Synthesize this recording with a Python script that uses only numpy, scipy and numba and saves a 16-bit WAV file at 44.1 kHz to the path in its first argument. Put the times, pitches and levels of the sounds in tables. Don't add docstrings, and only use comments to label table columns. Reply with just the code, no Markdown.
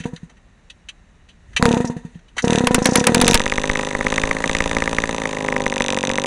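import sys
import numpy as np
from scipy import signal
from scipy.fft import rfft, irfft
from scipy.io import wavfile
from scipy.ndimage import uniform_filter1d
from numba import njit

SR = 44100
rng = np.random.default_rng(int(sys.argv[2]) if len(sys.argv) > 2 else 0)


def put_to_file(sound):
    columns = np.atleast_2d(sound).T
    safe = np.clip(columns, -1, 1)
    whole_steps = np.round(safe * 32767)
    wavfile.write(sys.argv[1], SR, whole_steps.astype(np.int16))


def voltage_ratio(level):
    return 10 ** (np.asarray(level, float) / 20)


N = 276066


@njit
def svf(x, hz, width):
    y, b, l = np.empty(len(x)), 0., 0.
    for i in range(len(x)):
        g, k = np.tan(np.pi * hz[i] / SR), width / hz[i]
        v = (b + g * (x[i] + 1e-18 - l)) / (1 + g * (g + k))
        b, l, y[i] = 2 * v - b, l + 2 * g * v, k * v
    return y


def band(x, hz, width):
    return svf(x, np.full(len(x), 1. 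* hz), 1. * width)


def body(x, modes, stretch=0.96):
    total = np.zeros(N)
    for hz, width, db in modes:
        click_gain = SR / 2 / np.pi / width
        total += voltage_ratio(db) * click_gain * svf(x, hz * stretch * np.ones(N), 1. * width)
    return total


def follow(table, s):
    return np.interp(s, *np.transpose(table))


def unit(x):
    return x / np.sqrt(np.mean(x ** 2))


def add(track, s, shape):
    part = track[int(s * SR):int(s * SR) + len(shape)]
    part += shape[:len(part)]


def push(length_s):
    shape = np.hanning(int(length_s * SR) + 3)
    return shape / shape.sum()


def burst(length_s, rise_s):
    t = np.arange(int(.12 * SR)) / SR
    fade = np.exp(-(t / max(length_s, .002)) ** 1.4)
    return rng.standard_normal(len(t)) * (1 - np.exp(-t / rise_s)) * fade


def stirred(ring, modes, pitch, gas_db):
    dull = signal.lfilter(*signal.butter(2, 1100., fs=SR), rng.standard_normal(N))
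    loudness = uniform_filter1d(np.abs(ring), 1500)
    return ring + voltage_ratio(gas_db) * unit(body(dull, modes, pitch)) * loudness


def shaft(speed):
    t = np.arange(speed[0][0], speed[-1][0], 1 / SR)
    angle = np.cumsum(follow(speed, t)) / SR
    return np.interp(np.arange(int(angle[-1]) + 1), angle, t)


# (time [s], speed [turns/s])
PULLS = [
    [(.0558, 14), (.24, 8.5)],
    [(1.5982, 36.5), (1.64, 33.65), (1.7, 38.17), (1.78, 29.56), (1.86, 19.4), (1.96, 13.21), (2.17, 7.68)],
    [(2.4425, 27.88), (2.49, 40.39), (2.56, 37.4), (2.66, 28.18), (2.8, 26.75), (2.93, 31.31), (3.0, 35.32),
     (3.1, 37.46), (3.33, 52.13)],
]
FIRST_PUFF_DB = [-12.5, -14.5, -2.5]
# (time [s], peak level [dB], shove level [dB])
CATCH = [(2.6694, -16, -22), (2.744, -12, -17), (2.8553, -9.5, -31), (2.9547, -8.5, -34.5),
         (3.0395, -24, -50), (3.0676, -8, -57), (3.1445, -11.5, -28), (3.2127, -12, -13.5),
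         (3.278, -12.5, -14.5), (3.3415, -12, -7.5), (3.3436, -15, -15), (3.3512, -17, -43)]


def puffs():
    puff_db, fast_turn_s, slow_db_per_s = -3, 0.0237, -340
    spent_db = -3.5
    rows, caught = [], np.transpose(CATCH)[0]
    for pull, first_db in zip(PULLS, FIRST_PUFF_DB):
        s = shaft(pull)
        gap = np.diff(s, prepend=s[0])
        db = puff_db + slow_db_per_s * np.maximum(gap - fast_turn_s, 0)
        db[0] = first_db
        since_firing = s - np.append(-N, caught)[np.searchsorted(caught, s)]
        after_catch_db = puff_db + spent_db * (since_firing > 1.5 * gap)
        db = np.where(s < caught[0], db, after_catch_db)
        unfired = np.abs(s[:, None] - caught).min(axis=1) > .012
        rows += list(zip(s[unfired], db[unfired]))
    return rows


IDLE_FROM_S = 3.37
# (time [s], speed [turns/s])
RUNNING = [(3.1576, 46.37), (3.3, 45.55), (3.5, 50.43), (3.8, 52.06), (4.0, 50.79), (4.2, 53.08),
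           (4.6, 55.19), (5.0, 55.32), (5.15, 56.04), (5.35, 52.72), (5.6, 50.53), (5.85, 48.49),
           (6.05, 46.96), (6.26, 49.23)]
RHYTHM = [(5, 3), (1, 3), (5, 2), (5, 3), (2, 2), (1, 3), (2, 2), (1, 3), (3, 3), (2, 3), (7, 3), (4, 2),
          (8, 2), (2, 3), (2, 2), (1, 2), (3, 2), (2, 3), (2, 2), (2, 3)]
# (first peak level [dB], last peak level [dB], shove level [dB])
STRENGTH = [(-6, -10.5, -17), (-8, 3, -4.5), (-10, -18, -32), (-10, -5.5, -19.5), (-10, -13.5, -18.5),
            (-7, 0, -27), (-15, -14, -25), (-8.5, -4.5, -40), (-8.5, -7.5, -17), (-8.5, -13.5, -19),
            (-5, -8, -20.5), (-12.5, -9, -34), (-16, -6.5, -36), (-7, -3.5, -24), (-10.5, -10.5, -34),
            (-6, -8, -34), (-12.5, -7.5, -50), (-6, -5.5, -45), (-7, -17, -34), (-10, -10.5, -40)]


def turns():
    lag_s, lag_s_per_hz, lag_at_hz = .0015, .00078, 55.3
    shove_per_db, scatter_db = 1.5, 1.45
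    tick_s = shaft(RUNNING)
    jitter_s = .0002 * rng.standard_normal(len(tick_s))
    port_s = tick_s + jitter_s + lag_s + lag_s_per_hz * (lag_at_hz - follow(RUNNING, tick_s))
    fired, turn = [], 11
    for (count, wait), (first_db, last_db, shove_db) in zip(RHYTHM, STRENGTH):
        middle_db = (first_db + last_db) / 2
        for db in np.linspace(first_db, last_db, count) + scatter_db * rng.standard_normal(count):
            fired.append((port_s[turn], db, shove_db + shove_per_db * (db - middle_db)))
            turn += wait
    return tick_s, port_s[tick_s > IDLE_FROM_S], fired


# (time [s], level [dB])
WHIRR_IDLE = [(3.37, -30.5), (4.5, -24.5), (5.3, -28), (5.6, -37), (6.26, -37.5)]
# (time [s], whirr level [dB], shake level [dB], width [s])
STRAINS = [
    (0.0, -22, -24, 0.011),
    (1.6, -45, -32.5, 0.11),
    (1.74, -34, -59, .03),
    (2.37, -72, -43, 0.04),
    (2.541, -12.5, -50, 0.044),
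    (2.96, -25, -45, 0.1),
]


def stir():
    t = np.arange(N) / SR
    speed = sum(np.interp(t, *np.transpose(pull), 0, 0) for pull in PULLS) / 40
    speed = uniform_filter1d(speed, size=2000)
    idle = uniform_filter1d(1. * (t > IDLE_FROM_S), size=2000)
    whirr = voltage_ratio(-48.5) + voltage_ratio(-35.5) * np.abs(speed) ** 1.06 + idle * voltage_ratio(follow(WHIRR_IDLE, t))
    shake = voltage_ratio(-43) + idle * voltage_ratio(-45)
    for s, whirr_db, shake_db, width in STRAINS:
        bell = np.exp(-((t - s) / width) ** 2)
        whirr = whirr + voltage_ratio(whirr_db) * bell
        shake = shake + voltage_ratio(shake_db) * bell
    return whirr, shake


# (frequency [Hz], width [Hz], level [dB])
WHIRR = [(1930, 220, 0), (2650, 400, -6), (3800, 500, -6), (6450, 850, -1), (8300, 1500, -15)]
# (frequency [Hz], level per Hz [dB])
AIR = [(25, -64), (76, -52), (165, -5), (323, -17.5), (2200, -26), (5120, -40), (12000, -71), (16000, -95)]
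# (frequency [Hz], rms level [dB])
WHINES = [(2896, -79), (3892, -78), (5599, -81), (7402, -83)]


def background(port_s):
    whirr_gain, shake_gain = stir()
    gate = np.ones(N)
    for s in port_s:
        add(gate, s, 8.0 * np.exp(-np.arange(800) / SR / 0.0025))
    whirr = gate * unit(body(rng.standard_normal(N), WHIRR)) * whirr_gain * voltage_ratio(-16.5)
    deep = band(band(rng.standard_normal(N), 42, 60), 42, 60)
    shake = unit(deep) * shake_gain * voltage_ratio(-8.5)
    hz, db = np.transpose(AIR)
    bins_hz = np.arange(1, N // 2 + 2) * SR / N
    colour = voltage_ratio(np.interp(np.log(bins_hz), np.log(hz), db))
    air = unit(irfft(rfft(rng.standard_normal(N)) * colour, N)) * voltage_ratio(-57.5)
    whines = sum(voltage_ratio(db) * unit(band(rng.standard_normal(N), hz, 25)) for hz, db in WHINES)
    return whirr + shake + whines + air


# (time [s], peak level [dB], centre [Hz], rattle length [s])
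RATTLES = [(0.0024, -36, 2370, 0.022), (0.037, -32, 2150, 0.013), (0.1624, -30, 3770, 0.0053),
           (0.171, -40, 1750, 0.011), (0.296, -45, 1710, 0.012), (0.299, -46, 700, 0.016),
           (2.367, -27, 700, 0.019), (0.369, -51, 1900, 0.013), (0.6997, -33, 3130, 0.012),
           (0.8868, -26.5, 2770, 0.013), (1.288, -44, 3000, 0.021), (1.532, -42, 1930, 0.011),
           (1.564, -9.5, 2550, 0.014), (1.566, -18, 1100, 0.012), (2.145, -52, 2360, 0.012),
           (2.191, -47, 1980, 0.0065), (2.282, -49, 3000, .015), (2.358, -50, 1730, 0.031),
           (2.381, -13.5, 1815, 0.016)]
# (time [s], peak level [dB], length [s])
LEAKS = [(1.852, -20, .008), (1.874, -21, .01), (2.422, -18, .01), (2.447, -16, .008), (2.753, -12, .008),
         (2.8245, -15, .008), (2.844, -14, .008), (2.868, -8, .008), (2.89, -16, .008), (2.911, -17, .008),
         (2.933, -12, .01), (2.972, -7, .008), (2.995, -11, .012), (3.254, -13, .008), (3.296, -12, .008),
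         (3.318, -13, .008)]
# (frequency [Hz], width [Hz], level [dB])
FRAME = [(2050, 160, -1), (2750, 90, -5), (3150, 170, 0), (3900, 200, -3), (6150, 420, 3)]


def starter():
    knocks, leak, frame = np.zeros((3, N))
    for s, db, hz, length in RATTLES:
        rattle = burst(length, .001)
        rattle[:3] += 1.5
        add(frame, s, voltage_ratio(db) * rattle)
        add(knocks, s, voltage_ratio(db) * 2.4 * band(band(rattle, hz, 1500), hz, 1500))
    for s, db, length in LEAKS:
        add(leak, s, voltage_ratio(db) * burst(length, 0.000072))
    hiss = body(leak, [(6150, 880, 9.5), (7950, 20000, -13)])
    return knocks + voltage_ratio(-25) * body(frame, FRAME) + voltage_ratio(-24.0) * hiss


# (time [s], tick peak level [dB])
LOOSE = [(3.158, -4), (3.2, 0.5), (3.245, 2.5), (3.335, 4.5), (3.375, -1.2), (3.67, -7), (3.85, -6.5),
         (3.965, -20), (4.14, -3), (4.25, -6.5), (4.385, -22.5), (4.48, -2.5), (4.6, -6), (5.0, -10.5),
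         (5.45, -12), (5.56, -14.5), (5.84, -0.5), (6.26, -4.5)]
# (from [s], to [s], first peak level [dB], last peak level [dB])
SPELLS = [
    (1.644, 1.815, 1, -16),
    (2.457, 2.589, -1, 1.8),
    (2.627, 2.79, -11, -10),
]
# (time [s], peak level [dB])
STRAY_TICKS = [(1.728, -3), (2.595, -6), (3.0036, -3.5), (3.0509, -9), (3.1213, -14)]
# (frequency [Hz], width [Hz], level [dB])
METAL = [(2540, 450, 1.5), (3780, 550, -5), (4750, 500, -15), (6420, 800, -1), (8600, 1300, -18)]


def ticks(tick_s):
    rows = list(STRAY_TICKS)
    for start, end, first_db, last_db in SPELLS:
        for s, _ in puffs():
            if start < s < end:
                rows.append((s + 0.0071, np.interp(s, [start, end], [first_db, last_db])))
    rows += [(s + .0013, follow(LOOSE, s)) for s in tick_s]
    hits = np.zeros(N)
    for s, db in rows:
        scatter, second = rng.standard_normal(2)
        size = voltage_ratio(db - 6.5 + 1.8 * scatter)
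        add(hits, s, -size * push(.00004))
        add(hits, s + .00045 + .000015 * second, .9 * size * push(.00004))
        add(hits, s, voltage_ratio(-32) * size * burst(.0035, .0008))
    ring = signal.sosfilt(signal.butter(2, 8200., fs=SR, output="sos"), body(hits, METAL))
    return ring - band(ring, 700, 800)


# (time [s], level [dB])
HARD_PUFFS = [
    (.004, -27),
    (1.626, -3),
    (1.6555, -4),
]
# (time [s], pitch factor [1])
COLD_PITCH = [(0, 1.08), (2.4, 1.058), (2.9, 1.11), (3.4, 1.07), (6.26, 0.33)]
# (frequency [Hz], width [Hz], level [dB])
COLD_PIPE = [(196.7, 54, 2.5), (228.6, 5.9, -11.5), (442.2, 25.4, -3.5), (666, 41, -8), (880.3, 23.7, -9),
             (1168, 27, -18)]


def pulled():
    ring_share, thump_share = 0.9, 1.25
    drive, direct, gusts, case = np.zeros((4, N))
    for s, db in puffs() + HARD_PUFFS:
        length = 0.0012 * voltage_ratio(-.2 * (db + 4.5))
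        slow = voltage_ratio(-.5 * min(db + 3, 0))
        add(drive, s - 0.24 * length, -voltage_ratio(ring_share * db - 8.0) * push(0.39 * length * slow))
        add(case, s - 0.42 * length, -voltage_ratio(db - 17.5) * (slow - 1) * push(length))
        rush_in = np.hanning(int(length * SR)) ** .5
        throw_out = np.hanning(int(1.6 * length * SR)) ** .4
        add(direct, s - .55 * length, -voltage_ratio(thump_share * db - 1.8) * rush_in)
        add(direct, s + .35 * length, voltage_ratio(thump_share * db - 4.8) * throw_out)
        add(gusts, s, voltage_ratio(db) * burst(0.027, 0.00015))
    for s, db, _ in CATCH:
        add(drive, s + .002, voltage_ratio(db + 4.0) * push(0.00043))
    slow_noise = uniform_filter1d(uniform_filter1d(rng.standard_normal(N), size=500), size=500)
    pitch = follow(COLD_PITCH, np.arange(N) / SR) * (1 + .025 * unit(slow_noise))
    pipe = stirred(body(drive, COLD_PIPE, pitch), COLD_PIPE[1:], pitch, -4.5)
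    return pipe + direct + body(case, [(175, 23, 10)]) + voltage_ratio(-40.0) * body(gusts, WHIRR)


# (time [s], level [dB])
IDLE_PUFF = [(3.4, -20.5), (4.3, -18.5), (5.1, -19), (6.2, -17)]
# (frequency [Hz], width [Hz], level [dB])
PIPE = [(250, 98, 4.5), (427.6, 40, -10.5), (526, 81, 2), (825, 82, -4.5), (1003, 112, 3.5),
        (1350, 990, -84)]


def exhaust(port_s, fired):
    drive = np.zeros(N)
    for s, turn in zip(port_s, np.gradient(port_s)):
        size = voltage_ratio(follow(IDLE_PUFF, s) + 2.2 * rng.standard_normal())
        add(drive, s + 0.0014, -size * push(0.0013))
        add(drive, s + 0.321 * turn, voltage_ratio(-18.5) * size * push(0.00033))
        add(drive, s + 0.71 * turn, -voltage_ratio(-8.0) * size * push(0.001))
    for s, db, _ in fired:
        add(drive, s + 0.001105, voltage_ratio(db - 8.0) * push(0.0008))
    return stirred(body(drive, PIPE), PIPE, 1., -12)


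# (time [s], level [dB])
CRACK = [(3.4, 0.4), (5.1, -0.8), (5.75, -6), (6.26, -6)]
# (frequency [Hz], width [Hz], level [dB])
MOUTH = [(2148, 686, 5.5), (1242, 140, -0.5), (580, 130, -25)]
# (frequency [Hz], width [Hz], level [dB])
HISS = [(3800, 700, -4), (6250, 800, 0), (8500, 1500, -3)]


def firings(fired):
    crack, hiss, roar, shove, after = np.zeros((5, N))
    t = np.arange(int(.06 * SR)) / SR
    shove_shape = (1 - np.exp(-t / .0015)) * np.exp(-t / 0.039)
    for s, db, shove_db in CATCH + fired:
        crack_s = 0.00045 * voltage_ratio(2.7 * rng.standard_normal())
        add(crack, s + 0.00011, -voltage_ratio(db + follow(CRACK, s)) * push(crack_s))
        add(hiss, s + .0012, voltage_ratio(db) * burst(.004, .0004))
        add(shove, s + 0.00159, -voltage_ratio(shove_db + 4.0) * shove_shape)
    for s, db, _ in CATCH:
        add(roar, s + .001, voltage_ratio(db + 23) * burst(.004, .0003))
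        add(after, s + 0.009, voltage_ratio(db + 3.0) * burst(0.015, .002))
    swelling = voltage_ratio(14.5) * band(band(body(crack, MOUTH), 1850, 750), 1850, 900)
    burning = band(roar, 1332, 1667) + band(after, 1813, 690)
    return swelling + burning + voltage_ratio(-30.0) * body(hiss, HISS) + shove


def scene():
    tick_s, port_s, fired = turns()
    around = background(port_s) + starter() + ticks(tick_s)
    engine = pulled() + exhaust(port_s, fired) + firings(fired)
    return (around + engine)[None]


def band_limit(x):
    return signal.sosfilt(signal.butter(12, 16990, fs=SR, output="sos"), x)


def record(dry):
    ceiling, full_scale = .82, .76
    x = signal.sosfilt(signal.butter(1, 14., "high", fs=SR, output="sos"), dry)
    x = ceiling * np.tanh(x / ceiling)
    x = signal.sosfilt(signal.cheby1(5, .5, 10000, fs=SR, output="sos"), x)
    x = (x + full_scale) % (2 * full_scale) - full_scale
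    x = signal.sosfilt(signal.ellip(3, .5, 20, 10300, fs=SR, output="sos"), x)
    return band_limit(x)


dry = scene()
out = record(dry)
put_to_file(out)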